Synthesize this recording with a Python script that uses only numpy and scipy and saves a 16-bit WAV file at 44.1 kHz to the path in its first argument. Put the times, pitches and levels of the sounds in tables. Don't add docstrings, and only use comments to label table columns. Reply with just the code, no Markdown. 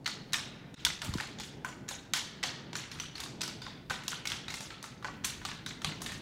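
import sys
import numpy as np
from scipy import signal
from scipy.fft import rfft, irfft, next_fast_len
from scipy.io import wavfile
from scipy.ndimage import uniform_filter1d, map_coordinates

SR = 44100
rng = np.random.default_rng(int(sys.argv[2]) if len(sys.argv) > 2 else 0)


def field_ratio(decibels):
    return 10 ** (np.asarray(decibels, dtype=float) / 20)


def wrap_up_sound(samples):
    columns = np.atleast_2d(samples).T
    tamed = np.clip(columns, -1, 1)
    steps = np.round(tamed * 32767).astype(np.int16)
    wavfile.write(sys.argv[1], SR, steps)


N = 273861

# (frequency [Hz], level [dB])
HELD_MODES = [(1060, -2), (1450, 0.5), (2200, 1.5), (2900, 1.5), (3500, 0), (4350, 2), (5100, 0),
              (6300, 2.5), (7100, 2), (8800, -2.5)]
BELOW, ABOVE = 0.68, 1.3


def unit(x):
    return x / np.sqrt(np.mean(x ** 2, axis=-1, keepdims=True) + 1e-20)


def along(points, hz):
    f, *cols = np.transpose(points)
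    return [np.interp(np.log(hz + 1), np.log(f + 1), c) for c in cols]


def wobble(size, rate_hz):
    knots = rng.standard_normal(int(size * rate_hz / SR) + 4)
    return map_coordinates(knots, [np.arange(size) * rate_hz / SR])


def coloured(spectrum, shape):
    size = next_fast_len(shape[-1])
    gain = field_ratio(along(spectrum, np.fft.rfftfreq(size, 1 / SR))[0])
    noise = irfft(rfft(rng.standard_normal(shape), size) * gain, size)
    return unit(noise[..., :shape[-1]])


def antlers():
    # (time [s], level [dB], beam ring [Hz], low weight [dB], brightness [dB])
    strokes = [(0.062, -23.5, 2020, -3, -7.5), (0.3328, -21.5, 1620, -9.5, 2), (0.85, -15.5, 1385, -16, 1),
               (1.0177, -27.5, 1440, 2, -1), (1.2004, -28.5, 1796, 4, -7), (1.647, -27.5, 1510, 18, 7.5),
               (1.8886, -28, 1710, -5.5, 4), (2.1358, -21, 1930, -13, -1.5), (2.4366, -22.5, 1910, -7, -10),
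               (2.7543, -26.5, 1700, -2, -7.5), (2.9993, -28.5, 1417, -8, -4), (3.2023, -30, 1580, -5, 5.5),
               (3.416, -25, 1490, -18.5, -4.5), (3.9056, -24.5, 1520, 9, -3.5),
               (4.0808, -25, 1035, -13.5, 2), (4.2725, -26, 2220, -13, -2), (4.4817, -31, 1940, -4, -8),
               (4.8408, -34.5, 1336, 8, 1), (5.0455, -27.5, 1510, 12.5, -6.5), (5.2475, -25, 1850, -3, 10),
               (5.4512, -26.5, 1156, -0.5, -3), (5.6623, -29, 1545, -5, -3), (5.8459, -22.5, 1156, -4, -6),
               (6.0616, -28.5, 1830, -4, -3)]
    grazes = [(0.0453, -49, 2200, 2, 0), (0.059, -29, 2125, -7, -22), (0.3232, -43.5, 2100, -2, 1),
              (0.742, -42, 1450, -5, -4), (1.174, -39, 1820, -17, -1), (1.1829, -32.5, 1540, 1, -7),
              (1.386, -35.5, 790, -10, -16), (1.8815, -39.5, 1870, -5, -12), (2.4296, -27, 1953, -6, -6),
              (2.7303, -34, 970, -2, -11), (2.987, -43, 2000, 2, -1), (3.1544, -34.5, 1910, -7, -6),
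              (3.1801, -36, 2300, -7, -4), (3.1959, -36.5, 1115, 2, -29), (3.4086, -30, 1300, -11, -16),
              (3.8986, -30.5, 1540, 3.5, 2), (4.2545, -29, 2186, 4, 2), (4.8275, -35.5, 890, -4, 4),
              (5.026, -42, 1170, 6, -5), (5.239, -38, 1920, -1, -11), (5.2444, -26, 1670, -15, -12),
              (5.4158, -39, 1480, 9, -8), (5.8181, -36.5, 1370, 0, 0), (6.007, -42, 1070, 3, -4)]
    rebounds = [(0.076, -28.5, 1460, -4.5, -2), (0.3417, -22.5, 1810, -3, -12),
                (0.8653, -22, 1460, -2.5, -4), (1.0469, -33.5, 880, 3, 14), (1.434, -38.5, 2240, -7, 0),
                (1.652, -36, 1560, 25, -2), (2.137, -22, 1520, -3.5, -3), (2.1602, -31, 2040, -19, 2),
                (2.172, -30.5, 2060, -7, 2), (2.44, -33.5, 770, 13, -4), (2.766, -36, 1430, -23, 4),
                (1.91, -37.5, 806, 17, -14), (3.2364, -33, 1120, -8, 0), (3.4334, -30.5, 1500, 4, 5),
                (3.665, -34, 1086, 0, -15), (4.301, -32, 1610, -7, -3), (4.3189, -26, 1390, -5, -7),
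                (4.503, -33, 2187, 3, 3), (5.083, -35.5, 1140, 16, -22), (5.2522, -27, 1530, -4, 17),
                (5.4878, -36.5, 1200, 1, -5), (5.708, -36, 2090, 1, -17), (3.679, -42.5, 890, 5, -12),
                (1.449, -45, 2180, -16, 9)]
    further_contacts = [(0.9025, -30, 2000, -2, -16), (1.1383, -30.5, 1010, -2, -1.5), (1.207, -30.5, 860, 1, -2.5),
                        (1.272, -40, 1060, -10, -4), (1.399, -32.5, 854, -3.5, -1), (1.7253, -44, 2200, 7, -4),
                        (2.796, -42, 1500, -9, -1), (2.8382, -40.5, 2040, 0, -10), (2.9153, -33.5, 1580, -7, -6),
                        (2.971, -44, 1280, 2, -1), (3.478, -31.5, 1320, -9, -2), (3.618, -34, 1500, 0, -3.5),
                        (3.9096, -32.5, 778, 10, 2.5), (4.036, -39, 1870, 0, -1), (4.1183, -32.5, 1550, 5, -1),
                        (4.1243, -33, 1365, -4, -13), (4.541, -31, 2130, 2.5, 6), (4.6062, -32.5, 883, 0, 4.5),
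                        (4.7042, -35, 1356, 4, -9), (5.5144, -34.5, 1700, 5, -9), (5.9214, -40, 2056, 17, -18),
                        (6.0186, -31, 1090, -1, 11.5), (6.12, -34, 1851, 4.5, 1), (1.03, -39, 947, 9, -8),
                        (1.664, -41, 1010, 16, -10), (1.687, -41.5, 1050, 5, 0), (3.035, -39.5, 1500, 2, -5),
                        (3.26, -41.5, 1050, 8, -8), (4.131, -35.5, 1430, 8, -10), (5.05, -34.5, 855, 14, -18)]
    unheard = (.66, -21, 1500, -3, -2)
    # (from [s], tine ring [Hz], freed mode [Hz], its lift [dB], share to the woods [dB])
    grip_changes = [(0.02, 3930, 4470, 6.5, -1.5), (0.3, 3800, 7240, 1, 0.5), (0.82, 3680, 4600, 5, -3.5),
                    (0.99, 3330, 8950, 5, 2), (1.11, 3900, 6980, -6, 1), (1.35, 6900, 3400, 16, 3),
                    (1.6, 3220, 2260, 4, -1.5), (1.84, 6700, 3780, 9, 4), (2.1, 3200, 6300, 7, 2.5),
                    (2.39, 3400, 6467, 7, 3), (2.69, 5730, 7040, 7, 3), (2.95, 2840, 5980, 15, 2),
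                    (3.11, 4650, 3610, 8, 2), (3.37, 4760, 6000, 4, 1), (3.58, 4705, 3620, 17, 2.5),
                    (3.86, 3900, 6840, 14, 1.5), (4.06, 3420, 6890, -7, 1.5), (4.44, 3670, 4241, 6, 4),
                    (4.79, 3852, 6406, 6, 2), (4.99, 3170, 7300, 6, -0.5), (5.2, 6070, 3700, 7, 2.5),
                    (5.38, 3700, 4100, 3, 1.5), (5.78, 3330, 4069, 3, 1), (5.97, 3700, 1900, 1, 4)]
    # (from [s], main mode [Hz], second mode [Hz], damped [Hz], lift
    # [dB])
    tine_meetings = [(0.06, 4330, 6600, 2610, 7), (0.331, 3800, 5510, 4550, 4.5),
                     (0.848, 3500, 5540, 4800, 8), (0.864, 6310, 4600, 6950, 8),
                     (1.016, 4760, 8000, 6540, 6.5), (1.045, 3700, 8840, 8320, -1),
                     (1.137, 3500, 7280, 2670, 3), (1.181, 8950, 5200, 4380, 5.0),
                     (1.198, 4300, 7000, 5520, 3), (1.384, 3360, 6540, 2460, 9), (1.397, 7030, 3540, 7300, 4),
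                     (1.645, 7060, 5870, 3900, 9), (1.887, 3800, 6700, 4830, 6.5),
                     (2.134, 3200, 7520, 2520, 1), (2.435, 4390, 6060, 2460, 4.5),
                     (2.752, 7020, 5960, 4860, 7), (2.914, 3470, 4160, 7760, 5),
                     (2.997, 5930, 2976, 5080, 10.0), (3.153, 4430, 3990, 7200, 8),
                     (3.178, 4500, 9330, 5420, 0), (3.2, 3640, 6820, 8860, 8), (3.235, 4960, 8100, 2860, 4.0),
                     (3.414, 7900, 6000, 7000, 4), (3.476, 4940, 3710, 6880, 3),
                     (3.616, 4830, 3520, 5770, 13),
                     (3.663, 3600, 4820, 2880, 5.0), (3.904, 3870, 7040, 4735, 2),
                   (4.079, 3070, 8010, 2350, 0), (4.116, 3040, 5730, 5285, 8), (4.253, 6100, 8150, 9040, 1),
                   (4.271, 5600, 9020, 3050, 6), (4.299, 9000, 5550, 7610, 5.0),
                   (4.317, 3280, 8900, 5030, 5), (4.48, 3900, 8030, 3060, 7),
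                   (4.501, 5900, 6960, 7740, 3.5), (4.539, 3460, 9000, 2940, 4.0),
                   (4.604, 2890, 5700, 4170, 2), (4.702, 4290, 3330, 5900, 9), (4.826, 3740, 6400, 3300, 2),
                   (5.043, 7470, 6460, 3730, 5), (5.245, 6200, 8500, 5040, 1), (5.449, 3400, 8260, 9320, 0),
                   (5.486, 8120, 7450, 2420, 4.5), (5.512, 6410, 3930, 5500, 1),
                   (5.66, 3930, 6010, 2820, 6), (5.816, 5490, 6260, 5030, 7.0),
                   (5.844, 4030, 8300, 5250, 1), (6.017, 6500, 3850, 2330, 3), (6.06, 9300, 3740, 5230, 5),
                   (6.118, 8100, 3630, 5500, 4)]
    join_s = 0.7545
    spot_db = 0.9
    glance = 0.018

    rows = np.vstack([strokes, grazes, rebounds, further_contacts, [unheard]])
    held, met = np.array(grip_changes), np.array(tine_meetings)
    grips = held[np.searchsorted(held[1:, 0], rows[:, 0])]
    tines = met[np.searchsorted(met[1:, 0], rows[:, 0] + 0.002)]
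    spots = spot_db * rng.standard_normal((len(rows), len(HELD_MODES)))
    db = rows[:, 1:2]

    scatter = field_ratio(21.0 + grips[:, 4:] - glance * (db - db.mean())) * woods(count=len(rows))
    facing = bodies(rows, grips, tines, spots, beam=2.6, beam_width_hz=107, tine=0.96, tine_width_hz=120,
                    grip=0.89, weight=0.98, meeting=1.08)
    direct = signal.fftconvolve(blows(db), facing, axes=1)
    size = direct.shape[1]
    bending = knocks(rows, size)
    sent = field_ratio(-31.5) * bending
    sent[:, :1024] += bodies(rows, grips, tines, spots, beam=0.21, beam_width_hz=85, tine=0.25,
                             tine_width_hz=110, grip=0.5, weight=0.7, meeting=0.85)
    heard = signal.fftconvolve(scatter, sent, axes=1)
    heard[:, :size] += field_ratio(5.5) * direct + bending + rings(rows, tines, size)

    passages = np.zeros((2, N + heard.shape[1]))
    second = rows[:, 0] > join_s
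    second[-1] = True
    for s, part, sound in zip(rows[:, 0], second, heard):
        passages[int(part), round(s * SR) - 20:][:len(sound)] += sound
    return np.where(np.arange(N) < join_s * SR, passages[0, :N], passages[1, :N])


def blows(db):
    strike_gain, grows = 1.7, 0.65
    t = np.arange(1300) / SR
    first = np.exp(-((t - rng.uniform(0.0004, 0.001, db.shape)) / 2.2e-5) ** 2)
    strike = strike_gain * field_ratio(grows * (db - db.mean())) * first
    bursts = field_ratio(3.1 * rng.standard_normal((len(db), len(t) // 20))).repeat(20, axis=1)
    grit = np.tanh(rng.standard_normal((len(db), len(t)))) * bursts
    decay = field_ratio(-60 * t / 0.025) + 0.17 * field_ratio(-60 * t / 0.13)
    chatter = grit * (1 - np.exp(-t / 0.00048)) * decay
    return strike + 9.8 * chatter / np.linalg.norm(chatter, axis=1, keepdims=True)


def bodies(rows, grips, tines, spots, beam, beam_width_hz, tine, tine_width_hz, grip, weight, meeting):
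    # (frequency [Hz], spectrum level [dB per Hz])
    bone = [(300, -17.5), (600, -11), (900, -3.5), (1500, -2.5), (2500, -3), (3500, -2.5), (5500, -3.5),
            (8000, -7), (12000, -15.5), (16000, -21)]
    _, db, beam_hz, low_db, bright_db = rows.T[:, :, None]
    _, tine_hz, freed_hz, freed_db, _ = grips.T[:, :, None]
    _, main_hz, second_hz, damped_hz, lift_db = tines.T[:, :, None]
    hz = np.fft.rfftfreq(2048, 1 / SR)

    def peak(centre_hz, width_hz):
        return 1 / (1 + ((hz - centre_hz) / width_hz) ** 2)

    low = 1 / (1 + (hz / 2300) ** 4)
    high = 1 / (1 + (6200 / (hz + 1)) ** 4)
    met_db = lift_db * (peak(main_hz, 180) + 0.63 * peak(second_hz, 190)) - 7 * peak(damped_hz, 150)
    modes_db = 0.34 * freed_db * peak(freed_hz, 190)
    for (mode_hz, level_db), spot in zip(HELD_MODES, spots.T):
        modes_db = modes_db + (level_db + spot[:, None]) * peak(mode_hz, 220)
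    colour_db = along(bone, hz)[0] + weight * low * low_db + 1.1 * high * bright_db
    gain = field_ratio(colour_db + grip * modes_db + meeting * met_db)

    neighbours = peak(BELOW * beam_hz, beam_width_hz) + peak(ABOVE * beam_hz, beam_width_hz)
    beam_ring = np.sqrt(peak(beam_hz, beam_width_hz) + 0.1 * neighbours)
    tine_ring = np.sqrt(peak(tine_hz, tine_width_hz))
    gain = gain * (1 + beam * field_ratio(0.067 * low_db) * beam_ring + tine * tine_ring)

    cepstrum = irfft(np.log(gain))
    cepstrum[:, 1:1024] *= 2
    cepstrum[:, 1025:] = 0
    response = irfft(np.exp(rfft(cepstrum)))[:, :1024]
    return field_ratio(db) * response / np.linalg.norm(response, axis=1, keepdims=True)


def knocks(rows, size):
    _, db, beam_hz, low_db, _ = rows.T[:, :, None]
    t = np.arange(size) / SR

    def mode(ratio, t60_s):
        return np.sin(2 * np.pi * beam_hz * ratio * t) * field_ratio(-60 * t / t60_s)

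    modes = mode(1, 0.073)
    modes = modes + field_ratio(rng.normal(-4.5, 0.7, db.shape)) * mode(BELOW, 0.07)
    modes = modes + field_ratio(rng.normal(-10, 4.7, db.shape)) * mode(ABOVE, 0.042)
    return field_ratio(db - 3.5 + 0.63 * np.minimum(low_db, 12)) * (1 - np.exp(-t / 0.00061)) * modes


def rings(rows, tines, size):
    _, db, _, low_db, _ = rows.T[:, :, None]
    _, main_hz, second_hz, _, lift_db = tines.T[:, :, None]
    t = np.arange(size) / SR
    pair = np.sin(2 * np.pi * main_hz * t) + 0.7 * np.sin(2 * np.pi * second_hz * t) * field_ratio(-60 * t / 0.06)
    envelope = (1 - np.exp(-(t / 0.0012) ** 2)) * field_ratio(-60 * t / 0.028)
    return field_ratio(db - 13 + 1.1 * lift_db - 0.45 * low_db) * envelope * pair


def woods(count):
    # (frequency [Hz], early t60 [s], late t60 [s])
    decay_times = [(484, 0.38, 0.45), (1500, 0.28, 2.18), (3700, 0.35, 1.1), (7760, 0.26, 0.54),
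                   (16000, 0.087, 0.34)]
    hz, t, z = signal.stft(rng.standard_normal((count, 30000)), SR, nperseg=256)
    early_s, late_s = along(decay_times, hz[:, None])
    lumps = uniform_filter1d(rng.standard_normal(z.shape), size=10, axis=1)
    lumps = uniform_filter1d(lumps, size=3)
    trunks = field_ratio(18 * lumps * np.exp(-t / 0.58))
    decay = field_ratio(-60 * t / early_s) + field_ratio(-11.5) * field_ratio(-60 * t / late_s)
    tail = signal.istft(z * trunks * decay, SR, nperseg=256)[1]
    t = np.arange(tail.shape[1]) / SR
    ground = 0.071 * np.exp(-((t - 0.017) / 0.00057) ** 2)
    swell = 0.4 + (1 - np.exp(-(t / 0.02) ** 2)) + ground
    tail = tail * swell * (t > 0.003)
    return tail / np.sqrt(np.mean(np.sum(tail ** 2, axis=1)))


def wind():
    # (peak time [s], peak level [dB], half length [s])
    gusts = [(0.332, -55, 0.13), (0.863, -47, 0.11), (1.1, -43, 0.058), (1.158, -46, .04), (1.8, -57, 0.6),
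             (2.4, -65, 0.1), (3.014, -46.5, 0.066), (3.197, -51, .05), (3.69, -51.5, 0.16),
             (3.928, -44, 0.059), (4.31, -51, .06), (4.48, -52, 0.066), (4.7, -48, .04), (5.186, -48, 0.2),
             (5.48, -44.5, 0.1), (5.686, -48, 0.092), (5.89, -42.5, 0.071), (6.09, -45, 0.11),
             (6.21, -51, 0.095)]
    # (time [s], peak level [dB], first pitch [Hz], last pitch [Hz], length [s])
    slaps = [(0.85, -39, 75, 58, 0.028), (1.0765, -32, 190, 90, 0.013), (1.0863, -25, 393, 39.8, .014),
             (1.1206, -33, 161, 70, 0.03), (1.152, -22, 610, 91, 0.00825), (1.174, -34, 190, 50, 0.01),
             (5.847, -33, 108, 84.5, 0.0085), (5.8775, -30, 370, 71, 0.0098)]
    # (frequency [Hz], spectrum level [dB per Hz])
    buffet = [(20, -16), (32, -16), (48, -4), (80, -4), (160, -1), (400, -16), (900, -46)]
    calm_db = -50.5
    s = np.arange(N) / SR
    strength = field_ratio(calm_db) + sum(field_ratio(db) * np.exp(-((s - at) / half) ** 2) for at, db, half in gusts)
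    x = strength * unit(field_ratio(0.57 * wobble(N, 25)) * coloured(buffet, (N,)))
    for at, db, first_hz, last_hz, length_s in slaps:
        t = np.clip(s - at, 0, 1)
        glide = (first_hz - last_hz) * length_s / 2 * (1 - np.exp(-2 * t / length_s))
        turns = last_hz * t + glide
        pulse = t / length_s * np.exp(-(t / length_s) ** 2 * 0.97)
        x = x - field_ratio(db + 10.5) * pulse * np.cos(2 * np.pi * turns)
    return x


def background():
    # (frequency [Hz], spectrum level [dB per Hz])
    far = [(18, -48), (30, -39), (100, -8.5), (132, 3), (165, 0), (282, -3), (590, -13), (888, -15.5),
           (1500, -41), (3300, -120)]
    hiss = [(300, 4), (1500, 8), (5000, 0), (9000, -9), (16000, -24)]
    flutter_db = 1.5 * wobble(N, 3.72) + 1.23 * wobble(N, 16)
    rumble = field_ratio(-44.5 + flutter_db) * coloured(far, (N,))
    return rumble + field_ratio(-63) * coloured(hiss, (N,))


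def scene():
    return (antlers() + wind() + background())[None]


def top_cut(x):
    return signal.sosfilt(signal.butter(12, 16820, fs=SR, output="sos"), x)


def record(dry):
    # (time [s], gain [0-1])
    splice = [(.744, 0.46), (.7545, 0), (.79, 0.24), (.8, 0.4)]
    top_hz = 15900
    faded = dry * np.interp(np.arange(N) / SR, *np.transpose(splice))
    hz = np.fft.rfftfreq(N, 1 / SR)
    edge = field_ratio(-28 / (1 + np.exp((top_hz - hz) / 40))) * (hz < 16750)
    return top_cut(irfft(rfft(faded) * edge, N))


dry = scene()
out = record(dry)
wrap_up_sound(out)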